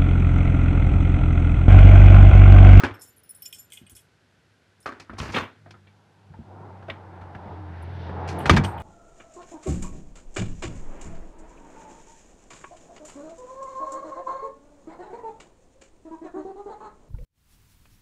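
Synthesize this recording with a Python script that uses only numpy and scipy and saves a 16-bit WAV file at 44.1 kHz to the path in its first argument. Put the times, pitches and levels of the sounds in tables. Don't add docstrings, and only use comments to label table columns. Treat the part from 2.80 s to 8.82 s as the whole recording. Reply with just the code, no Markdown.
import sys
import numpy as np
from scipy import signal
from scipy.fft import rfft, irfft
from scipy.io import wavfile

SR = 44100
rng = np.random.default_rng(int(sys.argv[2]) if len(sys.argv) > 2 else 0)


def unload_audio(sound):
    columns = np.transpose(np.atleast_2d(sound))
    steps = np.round(np.clip(columns, -1, 1) * 32767)
    wavfile.write(sys.argv[1], SR, steps.astype(np.int16))


N = 265526

# [f/Hz, relative level per Hz/dB]
LATCH_COLOUR = [(2350, -59), (4000, 0), (4310, 3), (5590, -0.5), (6190, -2), (8500, -12.5), (9850, -15),
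                (15500, -40)]


def amp(db):
    return 10 ** (np.asarray(db) / 20)


def in_time(rows, quiet=None):
    s, *columns = np.transpose(rows)
    return [np.interp(np.arange(N) / SR, s, column, quiet, quiet) for column in columns]


def drift(rate_hz):
    step = 40
    r = np.exp(-2 * np.pi * rate_hz * step / SR)
    noise = rng.standard_normal(N // step + 2002)
    slow = signal.lfilter([1], [1, -2 * r, r * r], noise)[2000:]
    return np.interp(np.arange(N) / step, np.arange(len(slow)), slow / slow.std())


def ring(push, hz, t60):
    r = amp(-60 / (max(t60, .01) * SR))
    w = 2 * np.pi * hz / SR
    return signal.lfilter([0, np.sin(w)], [1, -2 * r * np.cos(w), r * r], push + 1e-18)


def colour(x, spectrum):
    hz, db = np.transpose(spectrum)
    grid = np.arange(4097) * SR / 8192 + 1
    gain = amp(np.interp(np.log(grid), np.log(hz), db))
    cepstrum = irfft(np.log(gain / np.sqrt(np.mean(gain ** 2))))
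    cepstrum[1:4096] *= 2
    cepstrum[4097:] = 0
    impulse = irfft(np.exp(rfft(cepstrum)))
    return signal.oaconvolve(x, impulse)[:len(x)]


def bursts(s, db, t60, rise_s):
    out, t = np.zeros(N + SR), np.arange(SR // 2) / SR
    decays = np.clip(np.broadcast_to(t60, len(s)), .01, 1)
    for start, level_db, decay in zip(s, db, decays):
        i = round(start * SR)
        out[i:i + len(t)] += amp(level_db - 60 * t / decay) * (1 - np.exp(-t / rise_s))
    return out[:N]


def filtered(x, order, hz, kind):
    return signal.sosfilt(signal.butter(order, hz, kind, fs=SR, output="sos"), x)


def still_air():
    air_colour = [(15, -54), (25, -12), (43, -18), (74, -0.5), (104, 0.5), (323, -6.5), (463, -7.5),
                  (718, -12.5), (1200, -15.5), (1520, -8.5), (1870, -14.5), (4380, -20), (12000, -35.5),
                  (15600, -80), (22000, -120)]
    air_level = [(0.0, -61.5), (6.02, -64)]   # [t/s, level/dB]
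    return amp(in_time(air_level)[0]) * colour(rng.standard_normal(N), air_colour)


def patches(x, patchy_db):
    edges_hz = 140 * 2 ** np.arange(0, 6.6, .5)
    lows = [filtered(x, 2, hz, "low") for hz in edges_hz] + [x]
    out = lows[0]
    for lower, upper in zip(lows, lows[1:]):
        out = out + (upper - lower) * amp(patchy_db * drift(2.4))
    return out


def engine():
    engine_run = [(2.7, 101, -70), (2.8, 101, -55), (2.91, 101, -50), (3.25, 101, -62.5),
                  (3.4, 98.2, -59.5), (3.59, 98, -44.5), (4.12, 95, -45), (4.48, 91.6, -41),
                  (4.81, 87.2, -36.5), (5.15, 87.3, -31.5), (5.54, 87.2, -31.5), (5.62, 87, -36.5),
                  (5.9, 80, -39.5), (6.02, 79, -36)]
    orders = [(1, 1.5), (1.5, -9), (2, -13), (3, -31), (3.5, -15.5), (4, -26), (5, -32.5)]
    firing_hz, hum_db = in_time(engine_run)
    turns = 2 * np.pi * np.cumsum(firing_hz) / SR
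    hum = 0
    for multiple, db in orders:
        waver_db = .8 if multiple == 1 else 3.5
        level = amp(db + waver_db * drift(1.7))
        hum = hum + level * np.sin(multiple * turns + 0.84 * drift(4.1))
    return amp(hum_db) * hum


def tyres():
    road = [(2.9, -80, -78), (3.2, -63, -86), (3.56, -57.5, -68.5), (3.71, -47, -65.5), (4.29, -47, -62.5),
            (4.6, -42, -58.5), (5.06, -41.5, -51.5), (5.2, -41.5, -48.5), (5.35, -34.5, -49),
            (5.65, -31, -42.5), (6.02, -37.5, -51)]
    # [f/Hz, relative level per Hz/dB]
    roar, sizzle, grit = [(30, -49), (70, -20), (110, -0.5), (170, 2), (240, -6.5), (330, -2.5),
                          (480, -4.5), (580, -6.5), (750, -1.5), (900, -0.5), (1100, -9.5), (1450, -12.5),
                          (1900, -46), (5000, -85)], [(900, -33), (1300, -5), (1600, 0), (2200, -7.5), (2900, -16),
                                        (4000, -54), (8000, -79)], [(1800, -41), (2800, 1.5), (3600, 2), (5000, -8),
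                                                        (6000, -14), (8000, -58), (12000, -88)]
    roar_db, treble_db = in_time(road)
    swish_s, swish_width_s, swish_db = 5.25, 0.11, 5
    swish = np.exp(-((np.arange(N) / SR - swish_s) / swish_width_s) ** 2)
    grit_db = treble_db - 13 + swish_db * swish
    out = 0
    for level_db, spectrum in zip((roar_db, treble_db, grit_db), (roar, sizzle, grit)):
        out = out + amp(level_db + 1.11 * drift(3.9)) * colour(rng.standard_normal(N), spectrum)
    return patches(out, patchy_db=2.15)


def pickup():
    return engine() + tyres()


def seal():
    seal_drag = [(2.37, -44, -92), (2.386, -53, -39.5), (2.41, -32.5, -44.5), (2.5, -36, -53.5),
                 (2.524, -43.5, -52), (2.564, -19, -41), (2.594, -29, -48.5), (2.694, -46.5, -95),
                 (2.76, -96, -92.5)]
    dull_colour = [(50, -39), (100, 0.5), (150, -12), (240, -2.5), (600, -12), (1000, -7.5), (1800, -11.5),
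                   (3000, -18.5), (5000, -45), (9000, -48)]
    dull_db, treble_db = in_time(seal_drag, quiet=-120)
    slips = amp(2.3 * drift(95)) * rng.standard_normal((2, N))
    drag = colour(amp(dull_db - 2) * slips[0], dull_colour)
    hiss = colour(amp(treble_db - 1) * slips[1], LATCH_COLOUR)
    return drag + hiss


def thuds(s, db, modes):
    out = 0
    for hz, level_db, t60 in modes:
        uneven_db = rng.normal(0, 1.5, len(s))
        push = bursts(s, db + level_db + uneven_db, 0.012, 0.00078)
        out = out + ring(push * (1 + 1.41 * drift(330)), hz, t60)
    return filtered(out, 2, 60, "high")


def soft_thuds(modes):
    thud_rows = [(1.014, -34), (1.118, -36), (2.428, -25), (2.477, -39), (2.619, -30), (3.501, -31),
                 (3.589, -25), (4.66, -21.5), (5.789, -1.5)]
    s, thud_db = np.transpose(thud_rows)
    return thuds(s, thud_db - 48, modes)


def knocks(blows, modes):
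    wood_colour = [(150, -32.5), (240, 5.5), (350, 1.5), (650, -2.5), (1000, -2), (1600, -1.5), (2200, -11),
                   (3200, -28), (7000, -72)]
    fittings = [(1858, -3, 0.028), (2074, 0, 0.02), (2310, -3.5, 0.059), (2514, -2.5, 0.037),
                (2740, -1, 0.021), (3030, 0, 0.015), (3310, -3.5, 0.024), (3630, -3.5, 0.023),
                (4120, -11, 0.037)]
    struck_levels = {"wood": (-25, -35), "frame": (-18, -24), "lock": (-7, -28), "latch": (-7.5, -7),
                     "jamb": (-11.5, -16.5)}
    s, what, peak_db, thud_db, spot_hz, t60 = map(np.array, zip(*blows))
    clack_db, sharp_db = peak_db + np.transpose([struck_levels[name] for name in what])
    loose = amp(2.04 * drift(170))
    rattle = loose * rng.standard_normal(N)

    snap = bursts(s, peak_db - 8, 0.01, 0.00032)
    crack = bursts(s, peak_db - 13, 0.32 * t60, 0.0024)
    tail = bursts(s, peak_db - 18.5, 1.44 * t60, 0.015)
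    wood = colour((snap + crack + tail) * rattle, wood_colour)
    spots = 0
    for start, db, hz, decay in zip(s, peak_db, spot_hz, t60):
        push = bursts([start], [db - 26], 0.4 * decay, 0.00045)
        spots = spots + ring(push * rattle, hz, 26.4 / hz)

    shake = bursts(s, clack_db - 24.5, 0.25 * t60, 0.00016) + bursts(s, clack_db - 37, 1.22 * t60, 0.005)
    clack = 0
    for hz, db, decay in fittings:
        clack = clack + amp(db) * ring(loose * shake * rng.standard_normal(N), hz, decay)
    clack = filtered(clack, 2, [1500, 5000], "band")

    metal = bursts(s, sharp_db - 2, 0.17 * t60, 0.0022) + bursts(s, sharp_db - 7, 0.73 * t60, 0.0069)
    latch = colour(metal * rattle, LATCH_COLOUR)
    return wood + spots + thuds(s, thud_db - 36, modes) + clack + latch


def board_knocks():
    # [t/s, what is struck, peak level/dB, thud level/dB, loudest f/Hz, decay/s]; levels and decays relative
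    board_blows = [(0.002, "frame", -23.5, -41.5, 1274, 0.44), (0.035, "frame", -9.5, -24, 1550, 0.18),
                   (0.047, "lock", -23, -25.5, 860, 0.17), (0.107, "lock", -39, -32, 1090, 0.1),
                   (0.157, "wood", -39, -59, 1560, 0.067)]
    board_modes = [(102.6, 0.5, 0.17), (172, -1, 0.1), (288, 6, 0.15), (356.6, 8, 0.18)]   # [f/Hz, level/dB, 60 dB decay/s]
    return knocks(board_blows, board_modes)


def door_knocks(modes):
    # [t/s, what is struck, peak level/dB, thud level/dB, loudest f/Hz, decay/s]; levels and decays relative
    door_blows = [(2.058, "frame", -19, -46.5, 1180, 0.32), (2.121, "frame", -37.5, -48, 1260, 0.19),
                  (2.197, "latch", -35, -47.5, 1700, 0.2), (2.295, "wood", -29.5, -37, 1270, 0.29),
                  (2.332, "frame", -36, -39, 746, 0.17), (2.383, "latch", -30, -42, 1090, 0.18),
                  (2.4, "lock", -23.5, -30.5, 1030, 0.12), (2.488, "lock", -36, -32.5, 686, 0.19),
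                  (2.518, "latch", -37, -49, 520, 0.59), (2.543, "lock", -19, -27.5, 551, 0.29),
                  (2.563, "lock", -14, -53, 1175, 0.19), (2.584, "jamb", -28, -32.5, 1100, 0.18),
                  (2.86, "wood", -36, -51.5, 715, 0.17), (2.907, "latch", -36.5, -59, 1033, 0.11),
                  (2.94, "wood", -40, -64, 1260, 0.19), (3.069, "lock", -47.5, -61, 1800, 0.24),
                  (3.538, "wood", -41.5, -46, 900, 0.17), (4.025, "frame", -38.5, -49, 1020, 0.17),
                  (4.082, "wood", -27.5, -47.5, 650, 0.26), (4.098, "lock", -24.5, -51, 1930, 0.16),
                  (4.411, "frame", -37, -43, 1370, 0.22), (4.548, "frame", -28.5, -35.5, 1570, 0.12),
                  (5.293, "wood", -26, -35, 550, 0.14), (5.475, "latch", -35, -52, 864, 0.2),
                  (5.486, "latch", -32, -51, 830, 0.29), (5.656, "jamb", -11.5, -23, 1355, 0.17),
                  (5.695, "jamb", 3.5, -14.5, 1205, 0.11), (5.709, "latch", -29, -8.5, 1010, 0.16),
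                  (5.733, "jamb", -25.5, -8.5, 610, 0.5), (5.764, "latch", -11, -25, 1630, 0.07),
                  (5.769, "frame", 0.5, -13.5, 1620, 0.076), (5.836, "latch", -25, -22.5, 1680, 0.15),
                  (5.847, "frame", -21, -22, 670, 0.075)]
    return knocks(door_blows, modes)


def pushes():
    # [t/s, relative tick level/dB, relative push level/dB, parts struck from hardest to softest]
    jangle = [(0.138, -65, -55, "long car fob short"), (0.1922, -79, -51, "long car door thin"),
              (0.2099, -56, -43, "door long car ring"), (0.2182, -44.5, -42.5, "door long car ring"),
              (0.236, -81, -52, "door long thin car"), (0.259, -84, -56, "ring thin door"),
              (0.2885, -68, -59, "ring car"), (0.361, -74, -53, "door car"),
              (0.4328, -71, -49.5, "door car thin long"), (0.4908, -64, -41.5, "door car thin long ring"),
              (0.5057, -70, -51, "thin car door long"), (0.546, -66, -42.5, "door car short long"),
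              (0.593, -85, -66, "car short"), (0.6202, -54, -38.5, "car long thin door short fob"),
              (0.6543, -48, -39, "ring long door fob thin"),
              (0.7259, -45, -34, "long short car fob door thin"), (0.7467, -49, -57, "long short car ring"),
              (0.7844, -52, -41.5, "car ring short long door"), (0.902, -56, -56, "short fob ring door"),
              (0.9205, -48, -40.5, "fob short"), (0.9325, -46.5, -45, "fob ring car door short"),
              (0.9718, -56, -47, "fob"), (1.064, -87, -48, "short fob door"),
              (1.0965, -48.5, -45, "door thin short fob"), (1.1512, -52, -43.5, "long door car"),
              (1.1649, -49.5, -47, "door fob car"), (2.003, -61, -56, "door short"),
              (2.027, -69, -50, "long"), (5.0203, -78, -59, "door"), (5.13, -88, -65, "door"),
              (5.5852, -64, -44.5, "door short fob car"), (5.6015, -56, -52, "fob short"),
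              (5.8445, -47, -37.5, "short fob"), (5.882, -59, -47.5, "short car fob"),
              (5.9782, -69, -51, "fob"), (6.0007, -55, -51, "fob")]
    part_names = ["fob", "long", "ring", "short", "door", "car", "thin"]
    response_db = [1.5, -1, 0.9, .1, -0.3, .1, -3.5]
    shaken_db = [-34, -39, -28, -21, -30, -18, -29]
    next_part_db = -4
    s, tick_db, push_db, struck = zip(*jangle)
    under_db = []
    for part, hit_db, shake_db in zip(part_names, response_db, shaken_db):
        row = []
        for names in struck:
            order = names.split()
            row.append(hit_db + next_part_db * order.index(part) if part in order else shake_db)
        under_db.append(row)
    return np.array(s), np.array(tick_db), np.array(push_db) + under_db


def keys():
    # [f/Hz, level/dB, 60 dB decay in the open hand/s]
    key_modes = [
        [(2108, -5, 0.045), (2486, 0, 0.035), (2915, -2, 0.066), (3130, -3.5, 0.078), (3370, 3.5, 0.027),
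         (3920, -20, 0.065)],
        [(5370, 1, 0.089), (5160, -10.5, 0.043), (5280, -26, .06)],
        [(7160, 1, 0.13), (7330, -29, 0.052)],
        [(8050, -31, 0.028), (8290, -10, 0.13), (8520, 2, 0.048), (8900, -14, 0.047)],
        [(9850, -2, 0.19), (9940, -6, 0.13), (10000, -8, 0.042), (10600, -33, 0.052)],
        [(11530, -12, 0.043), (11750, -5, 0.053), (11760, 2.5, 0.085), (12280, -10, 0.24)],
        [(15080, 14, 0.12), (14600, -27, 0.16)],
    ]
    contact_colour = [(2060, -35), (3500, -10.5), (4090, -13.5), (8700, 2), (9260, -1), (15700, -14)]
    gripped_s, grip = .89, 0.83
    s, tick_db, parts = pushes()
    held = np.arange(N) / SR > gripped_s
    brush_t60 = 0.19 * np.where(s > gripped_s, grip, 1)
    out = 0
    for part_db, modes in zip(parts, key_modes):
        push = bursts(s, part_db - 16.5, 0.021, 0.0011) + bursts(s, part_db - 32.5, brush_t60, 0.0093)
        push = push * amp(2.1 * drift(145))
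        rings = 0
        for hz, db, t60 in modes:
            chatter = amp(db) * push * rng.standard_normal(N)
            rings = rings + ring(chatter * ~held, hz, t60) + ring(chatter * held, hz, grip * t60)
        span_hz = [0.87 * min(modes)[0], 1.01 * max(modes)[0]]
        rings = filtered(rings, 2, span_hz, "band")
        out = out + rings * amp(4.05 * drift(22))
    ticks = bursts(s, tick_db + 6, 0.011, 0.00018)
    rustle = bursts(s, tick_db - 1.5, 0.17, 0.0064)
    return out + colour((ticks + rustle) * rng.standard_normal(N), contact_colour)


def scene():
    door_modes = [(68.5, -4, 0.27), (98, 1.5, 0.25), (151, 2, 0.14), (194.3, -1, 0.17), (227, 0, 0.14),
                  (259, -3.5, 0.096), (343.4, 0.5, 0.098)]
    background = still_air() + pickup()
    door = soft_thuds(door_modes) + seal() + door_knocks(door_modes)
    return (background + door + board_knocks() + keys())[None]


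def record(dry):
    x = filtered(dry, 4, 45, "high")
    x = 0.78 * np.tanh(x / 0.94)
    top_hz = 15900
    return signal.sosfilt(signal.cheby2(14, 70, top_hz, fs=SR, output="sos"), x)


dry = scene()
out = record(dry)
unload_audio(out)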